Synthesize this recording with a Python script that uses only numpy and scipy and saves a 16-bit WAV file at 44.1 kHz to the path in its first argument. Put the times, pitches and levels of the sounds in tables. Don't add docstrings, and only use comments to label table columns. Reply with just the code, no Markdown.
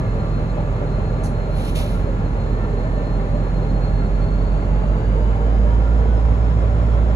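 import sys
import numpy as np
from scipy import signal
from scipy.fft import rfft, irfft, next_fast_len
from scipy.io import wavfile

SR = 44100
rng = np.random.default_rng(int(sys.argv[2]) if len(sys.argv) > 2 else 0)


def put_to_file(sound):
    columns = np.atleast_2d(sound).T
    safe = np.clip(columns, -1, 1)
    whole_steps = np.round(safe * 32767)
    wavfile.write(sys.argv[1], SR, whole_steps.astype(np.int16))


N = 315315
TIME = np.arange(N) / SR
IDLE_TURNS_PER_S, NOTCH_TURNS_PER_S, FIRINGS_PER_TURN = 4.955, 6.355, 9


def from_db(db):
    return 10 ** (np.asarray(db) / 20)

def unit_rms(x):
    return x / np.sqrt(np.mean(x ** 2) + 1e-20)

def at_hz(points, hz):
    frequencies, values = np.transpose(points)
    return np.interp(np.log(hz), np.log(frequencies), values)

def envelope(points):
    return from_db(np.interp(TIME, *np.transpose(points)))

def drift(per_s):
    step = 40
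    pole = np.exp(-2 * np.pi * per_s * step / SR)
    slow = signal.lfilter([1], [1, -2 * pole, pole ** 2], rng.standard_normal(N // step + 2002))[2000:]
    return np.interp(np.arange(N) / step, np.arange(len(slow)), unit_rms(slow))

# (frequency [Hz], coherence [0-1])
COHERENCE = [(60, .985), (200, .975), (300, .92), (500, .77), (700, .77), (900, .64), (1150, .68),
             (1600, .3), (2700, .28), (3300, .5), (3800, .25), (5300, .42), (5800, .2), (6600, .65),
             (8500, .9)]
# (frequency [Hz], left minus right level [dB])
BALANCE = [(45, -4.5), (85, -3), (200, 1), (500, 0.4), (1050, 1.5), (1600, -0.5), (2900, -0.5),
           (4300, -3.5), (5500, -8.5), (6600, -1), (7500, 0.5)]

def place(mid, side, hz, direct=0):
    alike = at_hz(COHERENCE, hz)
    alike = np.clip(alike + direct * (1 - alike), 0, .995)
    sign = np.array([[1], [-1]])
    pair = np.sqrt((1 + alike) / 2) * mid + np.sqrt((1 - alike) / 2) * side * sign
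    return pair * from_db(sign * at_hz(BALANCE, hz) / 2)

def scattered_tone(cycles, hz, scatter, fades_per_s):
    carrier = np.exp(2j * np.pi * cycles)
    pair = []
    for _ in range(2):
        direct = np.exp(2j * np.pi * rng.random())
        reflected = scatter * (drift(fades_per_s) + 1j * drift(fades_per_s))
        pair.append(np.real(carrier * (direct + reflected)))
    return place(*pair, hz, direct=0.14) / np.sqrt(.5 + scatter ** 2)

def shaped_noise(spectrum, direct=0):
    size = next_fast_len(N)
    hz = np.maximum(np.arange(size // 2 + 1) * SR / size, 1)
    pair = place(*rfft(rng.standard_normal((2, size))), hz, direct)
    low_hz, high_hz = spectrum[0][0], 1.3 * spectrum[-1][0]
    skirts = 1 / np.sqrt((1 + (low_hz / hz) ** 6) * (1 + (hz / high_hz) ** 8))
    return unit_rms(irfft(pair * from_db(at_hz(spectrum, hz)) * skirts, size)[:, :N])

def ringing(hz, width_hz):
    b, a = signal.iirpeak(hz, hz / width_hz, fs=SR)
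    band = signal.lfilter(b, a, rng.standard_normal((2, N)))
    return unit_rms(place(*signal.lfilter(b, a, band), hz))

# (frequency [Hz], relative spectral level [dB])
YARD_SPECTRUM = [(1500, 0.5), (4000, 4), (5000, -1.5), (5800, -4.5), (7100, 4.5), (7900, -9.5),
                 (8800, -5.5), (10300, -8.5), (11600, -19.5), (15000, -27)]

def yard_hiss():
    return from_db(-55.5) * shaped_noise(YARD_SPECTRUM)

# (time [s], frequency [Hz], level [dB])
SQUEAL = [(2.33, 1789, -100), (2.48, 1789, -50.2), (3.25, 1789, -49.7), (3.4, 1787, -58), (3.75, 1780, -57),
          (4.03, 1640, -56), (4.25, 1600, -100)]
# (start [s], end
# [s], frequency [Hz], level [dB])
FAINT_TONES = [(0, 1.35, 1174, -50), (0, 2.4, 392, -46.5), (0, 1.1, 2580, -62), (2.5, 3.4, 588, -47),
               (3.6, 3.7, 1480, -51), (5.32, 5.58, 772, -39), (5.7, 7.15, 770, -43.5),
               (5.85, 5.96, 1390, -44), (6.02, 6.3, 1490, -51)]

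def thin_tones():
    times, squeal_hz, squeal_db = np.transpose(SQUEAL)
    cycles = np.cumsum(np.interp(TIME, times, squeal_hz)) / SR
    squeal = scattered_tone(cycles, squeal_hz[0], scatter=.4, fades_per_s=7)
    sound = from_db(np.interp(TIME, times, squeal_db)) * squeal
    for start, end, hz, db in FAINT_TONES:
        swell = np.clip(np.minimum(TIME - start, end - TIME) / 0.036 + .5, 0, 1)
        sound += from_db(db) * swell * scattered_tone(hz * TIME, hz, scatter=.5, fades_per_s=12)
    return sound

def burst(start, attack, hold, t60, db):
    age = TIME - start
    decay_db = 60 * np.maximum(age - attack - hold, 0) / t60
    return np.clip(age / attack, 0, 1) * from_db(db - decay_db)

# (start [s], attack [s], hold [s], time to fall 60 dB [s], level [dB])
SPITS = [(1.231, .008, .021, .2, -42), (3.28, .006, .015, .15, -65)]
CHIRP = (1.25, .007, .005, .11, -49.5)
# (time [s], level [dB])
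BLOW_OFF_LEVEL = [(1.4, -100), (1.52, -58), (1.58, -45), (1.695, -40.3), (1.725, -48.5), (1.745, -49.5),
                  (1.758, -34.2), (1.8, -34.4), (1.85, -42.3), (1.94, -46.5), (2.02, -57), (2.25, -100)]
# (frequency [Hz], relative spectral level [dB])
SPIT_SPECTRUM = [(3000, -13.5), (4300, 2), (5100, -10), (6100, 4), (7300, -3), (8800, 5), (9600, 3.5),
                 (11000, -9), (15500, -13)]
BLOW_OFF_SPECTRUM = [(1200, -6.5), (2400, 8), (3100, 7.5), (4000, 5.5), (4800, -2), (6300, -2.5),
                     (7500, -5.5), (9000, 0), (10000, -1), (11500, -5), (13500, -4.5), (15500, -12.5)]

def air_valve():
    spits = sum(burst(*row) for row in SPITS) * shaped_noise(SPIT_SPECTRUM, direct=0.5)
    blow_off = envelope(BLOW_OFF_LEVEL) * shaped_noise(BLOW_OFF_SPECTRUM, direct=0.73)
    from_hz, to_hz, glide_s = 5900, 4400, 0.0081
    shutting = np.maximum(TIME - CHIRP[0], 0) / glide_s
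    chirp_hz = to_hz + (from_hz - to_hz) * np.exp(-shutting ** 2)
    chirp = burst(*CHIRP) * scattered_tone(np.cumsum(chirp_hz) / SR, to_hz, scatter=.8, fades_per_s=55)
    sputter = from_db(drift(per_s=160))
    return sputter * (spits + blow_off) + chirp

# (order [multiple of its crank rate], level [dB])
GENERATOR_ORDERS = [(2, -43.5), (3, -39.5), (3.5, -41), (4, -37), (5, -43.5), (8, -40.5)]
# (frequency [Hz], level [dB])
HUMS = [(128.4, -39.5), (167, -45.5), (179.5, -43), (192.5, -45), (199, -40.5)]
# (time [s], firing note level [dB], fan level [dB])
DRONE_LEVELS = [(0, -26, -30.5), (.9, -30, -30), (1.8, -31, -28.5), (2.55, -28.5, -33), (2.95, -31, -36),
                (3.65, -27.5, -29), (3.95, -31, -30), (5, -29, -28.5), (6.03, -30.5, -42),
                (6.7, -26.5, -32), (7.15, -29.5, -34)]

def generator():
    firing_hz, fan_hz, firings_per_turn = 112.2, 154.0, 6
    note = scattered_tone(firing_hz * TIME, firing_hz, scatter=0.065, fades_per_s=0.79)
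    fan = scattered_tone(fan_hz * TIME, fan_hz, scatter=0.087, fades_per_s=1.4)
    times, note_db, fan_db = np.transpose(DRONE_LEVELS)
    sound = from_db(np.interp(TIME, times, note_db)) * note
    sound += from_db(np.interp(TIME, times, fan_db)) * fan
    lines = [(order * firing_hz / firings_per_turn, db) for order, db in GENERATOR_ORDERS]
    for hz, db in lines + list(HUMS):
        sound += from_db(db) * scattered_tone(hz * TIME, hz, scatter=0.28, fades_per_s=1.0)
    return sound

def crank_tone(order, turns, scatter, fades_per_s):
    return scattered_tone(order * turns, order * IDLE_TURNS_PER_S, scatter, fades_per_s)

# (delay [s], gain [dB])
WHISTLE_PATHS = [(0, 0), (.07, -3), (.16, -5), (.33, -7)]
# (time [s], level [dB])
WHISTLE_LEVEL = [(0, -59.5), (.53, -59.5), (.7, -69), (.87, -61), (1.05, -56.5), (1.2, -63), (1.4, -58),
                 (2, -60), (2.15, -66), (2.3, -61.5), (2.95, -59.5), (3.75, -59.5), (3.88, -52),
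                 (3.97, -59.5), (4.1, -58), (4.45, -60), (4.85, -65), (5.1, -64), (5.3, -69), (5.55, -65.5),
                 (6.1, -70), (6.25, -63.5), (6.4, -67), (6.6, -62.5), (6.75, -70), (6.9, -64), (7.15, -69)]

def supercharger(turns):
    whistle = 0
    for delay, db in WHISTLE_PATHS:
        emitted = TIME - delay
        past_turns = np.interp(emitted, TIME, turns) + IDLE_TURNS_PER_S * np.minimum(emitted, 0)
        whistle += from_db(db) * crank_tone(order=844, turns=past_turns, scatter=1.0, fades_per_s=16)
    return envelope(WHISTLE_LEVEL) * whistle

# (order [multiple of the crank rate], level at idle [dB])
GEAR_ORDERS = [(79, -47), (117, -56), (158, -48.5), (237, -58.5), (272, -63), (287, -61), (511, -70),
               (518, -68.5), (524, -67.5), (590, -72)]

def gears(turns, notch, pull):
    notch_db, pull_db = 1.5, 5.5
    whine = sum(from_db(db) * crank_tone(order, turns, scatter=0.82, fades_per_s=8.7)
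                for order, db in GEAR_ORDERS)
    return from_db(notch_db * notch + pull_db * pull) * whine

# (time [s], frequency [Hz], peak level [dB])
SURGES = [(.59, 605, -33.5), (.81, 562, -32.5), (1.5, 580, -35), (2.09, 548, -33), (2.56, 432, -33),
          (2.74, 422, -32), (2.97, 600, -34), (6.06, 465, -27.5), (6.64, 554, -38.5)]

def surges():
    width_s = 0.037
    return sum(from_db(db) * np.exp(-((TIME - s) / width_s) ** 2) * ringing(hz, width_hz=71)
               for s, hz, db in SURGES)

# (frequency [Hz], relative spectral level [dB])
ROAR_SPECTRUM = [(200, -4), (320, -1), (440, 1.5), (570, 1.5), (720, -4), (950, -6), (1250, -9),
                 (1700, -15), (2000, -18), (3000, -25), (3500, -28), (4100, -30.5), (4700, -42.5),
                 (6000, -54)]
RASP_SPECTRUM = [(2800, -2.5), (3300, 1.5), (4200, -8.5), (5300, -7), (6000, -12.5)]
# (frequency [Hz], bandwidth [Hz], level relative to the roar [dB])
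PANEL_MODES = [(430, 36, -14), (586.7, 51, -9.5), (1366, 70, -18.5), (2624, 240, -33), (295, 49, -19.5),
               (505, 49, -16), (639.7, 17, -17), (805.5, 55, -16.5), (988, 82, -24.5), (1130, 65, -27),
               (1690, 76, -22.5), (2104, 120, -28)]
# (time [s], level [dB])
ROAR_LEVEL = [(0, -31.5), (2.2, -32), (3.1, -31.5), (4.3, -32), (5.1, -31.5), (6, -31.5), (7.15, -31)]

def machinery(turns, notch):
    rasp_db, churn_db = -30, 3.1
    roar = shaped_noise(ROAR_SPECTRUM) + from_db(rasp_db) * notch * shaped_noise(RASP_SPECTRUM)
    for hz, width_hz, db in PANEL_MODES:
        roar += from_db(db + churn_db * drift(per_s=9)) * ringing(hz, width_hz)
    depth = np.interp(notch, [0, 1], [.06, .12])
    chug = 1 + depth * np.cos(2 * np.pi * FIRINGS_PER_TURN * turns) + 0.078 * np.cos(2 * np.pi * turns)
    return envelope(ROAR_LEVEL) * chug * roar

# (frequency [Hz], relative spectral level [dB])
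RUMBLE_SPECTRUM = [(22, -32), (32, -11), (45, -7.5), (65, -5), (95, -1), (140, -7.5), (190, -6), (250, -7),
                   (330, -15), (600, -39)]

def exhaust_rumble(turns):
    puffs = 1 + 0.17 * np.cos(2 * np.pi * FIRINGS_PER_TURN * turns)
    return from_db(-28) * puffs * shaped_noise(RUMBLE_SPECTRUM)

# (time [s], depth [dB])
THROB_DIPS = [(4.63, 5.2), (5.01, 7.6), (5.38, 5.1), (6.37, 2)]
# (order [per turn], level at idle [dB], level at the notch [dB])
EXHAUST_ORDERS = [(7, -34.5, -13), (8, -25, -17.5), (10, -16.5, -19.5), (11, -17, -21), (14, -30, -15.5),
                  (15, -26, -15.5), (16, -15.5, -10.5), (18, -13, -20.5), (19, -17, -23), (20, -15, -20.5),
                  (22, -26, -25.5), (26, -26.5, -16.5), (31, -24, -17), (37, -23.5, -16)]

def exhaust_throb(turns, speed, notch, pull):
    throb_db, approach_db_per_s, notch_db, pull_db = -23.6, 0.99, -0.6, 2
    growth_db = approach_db_per_s * TIME + notch_db * notch + pull_db * pull
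    boom_hz, half_width_hz, peak_db = 54.6, 2.6, 3.5
    boom_db = peak_db / (1 + ((FIRINGS_PER_TURN * speed - boom_hz) / half_width_hz) ** 2)
    dip_db = sum(depth * np.exp(-((TIME - s) / 0.03) ** 2) for s, depth in THROB_DIPS)
    lope_depth, at_turn, width = np.interp(notch, [0, 1], [.42, .22]), .25, .38
    lope = 1 - lope_depth * np.exp(-(np.sin(np.pi * (turns - at_turn)) / width) ** 2)
    firing = crank_tone(FIRINGS_PER_TURN, turns, scatter=0.057, fades_per_s=5.7)
    sound = from_db(growth_db + boom_db - dip_db) * lope * firing
    for order, idle_db, fast_db in EXHAUST_ORDERS:
        line = crank_tone(order, turns, scatter=0.35, fades_per_s=0.86)
        sound += from_db(idle_db + (fast_db - idle_db) * notch) * line
    return from_db(throb_db) * sound

def scene():
    middle_s, ease_s = 5.17, .447
    notch = 1 / (1 + np.exp((middle_s - TIME) / ease_s))
    pull = 4 * notch * (1 - notch)
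    speed = IDLE_TURNS_PER_S + (NOTCH_TURNS_PER_S - IDLE_TURNS_PER_S) * notch
    hunting = 1 + .001 * drift(per_s=4)
    turns = np.cumsum(speed * hunting) / SR
    engine = exhaust_throb(turns, speed, notch, pull) + exhaust_rumble(turns)
    engine += machinery(turns, notch) + surges()
    engine += gears(turns, notch, pull) + supercharger(turns)
    return engine + yard_hiss() + generator() + thin_tones() + air_valve()

# (frequency [Hz], phase lead of left over right [rad])
PORT_PHASE = [(50, 0), (200, .28), (500, .45), (700, 1.35), (1000, 1.5), (1400, 2.3), (1900, 4.3),
              (2300, 5.1), (2850, 3), (3500, 2.9), (4250, .6), (5400, 2.3), (6000, -.3), (6600, -.5),
              (7300, -1.5), (7900, -3), (8900, -3.3), (10300, -6.2), (11700, -6.4), (12600, -9.2),
              (14000, -9.6), (15000, -11.5)]

def record(dry):
    low_cut_hz, stopband_hz = 27, 16500
    size = next_fast_len(N + SR // 10)
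    hz = np.maximum(np.arange(size // 2 + 1) * SR / size, 1)
    left = irfft(rfft(dry[0], size) * np.exp(1j * at_hz(PORT_PHASE, hz)), size)[:N]
    high_pass = signal.butter(4, low_cut_hz, "high", fs=SR, output="sos")
    low_pass = signal.cheby2(12, 70, stopband_hz, fs=SR, output="sos")
    return signal.sosfilt(low_pass, signal.sosfilt(high_pass, np.array([left, dry[1]])))


dry = scene()
out = record(dry)
put_to_file(out)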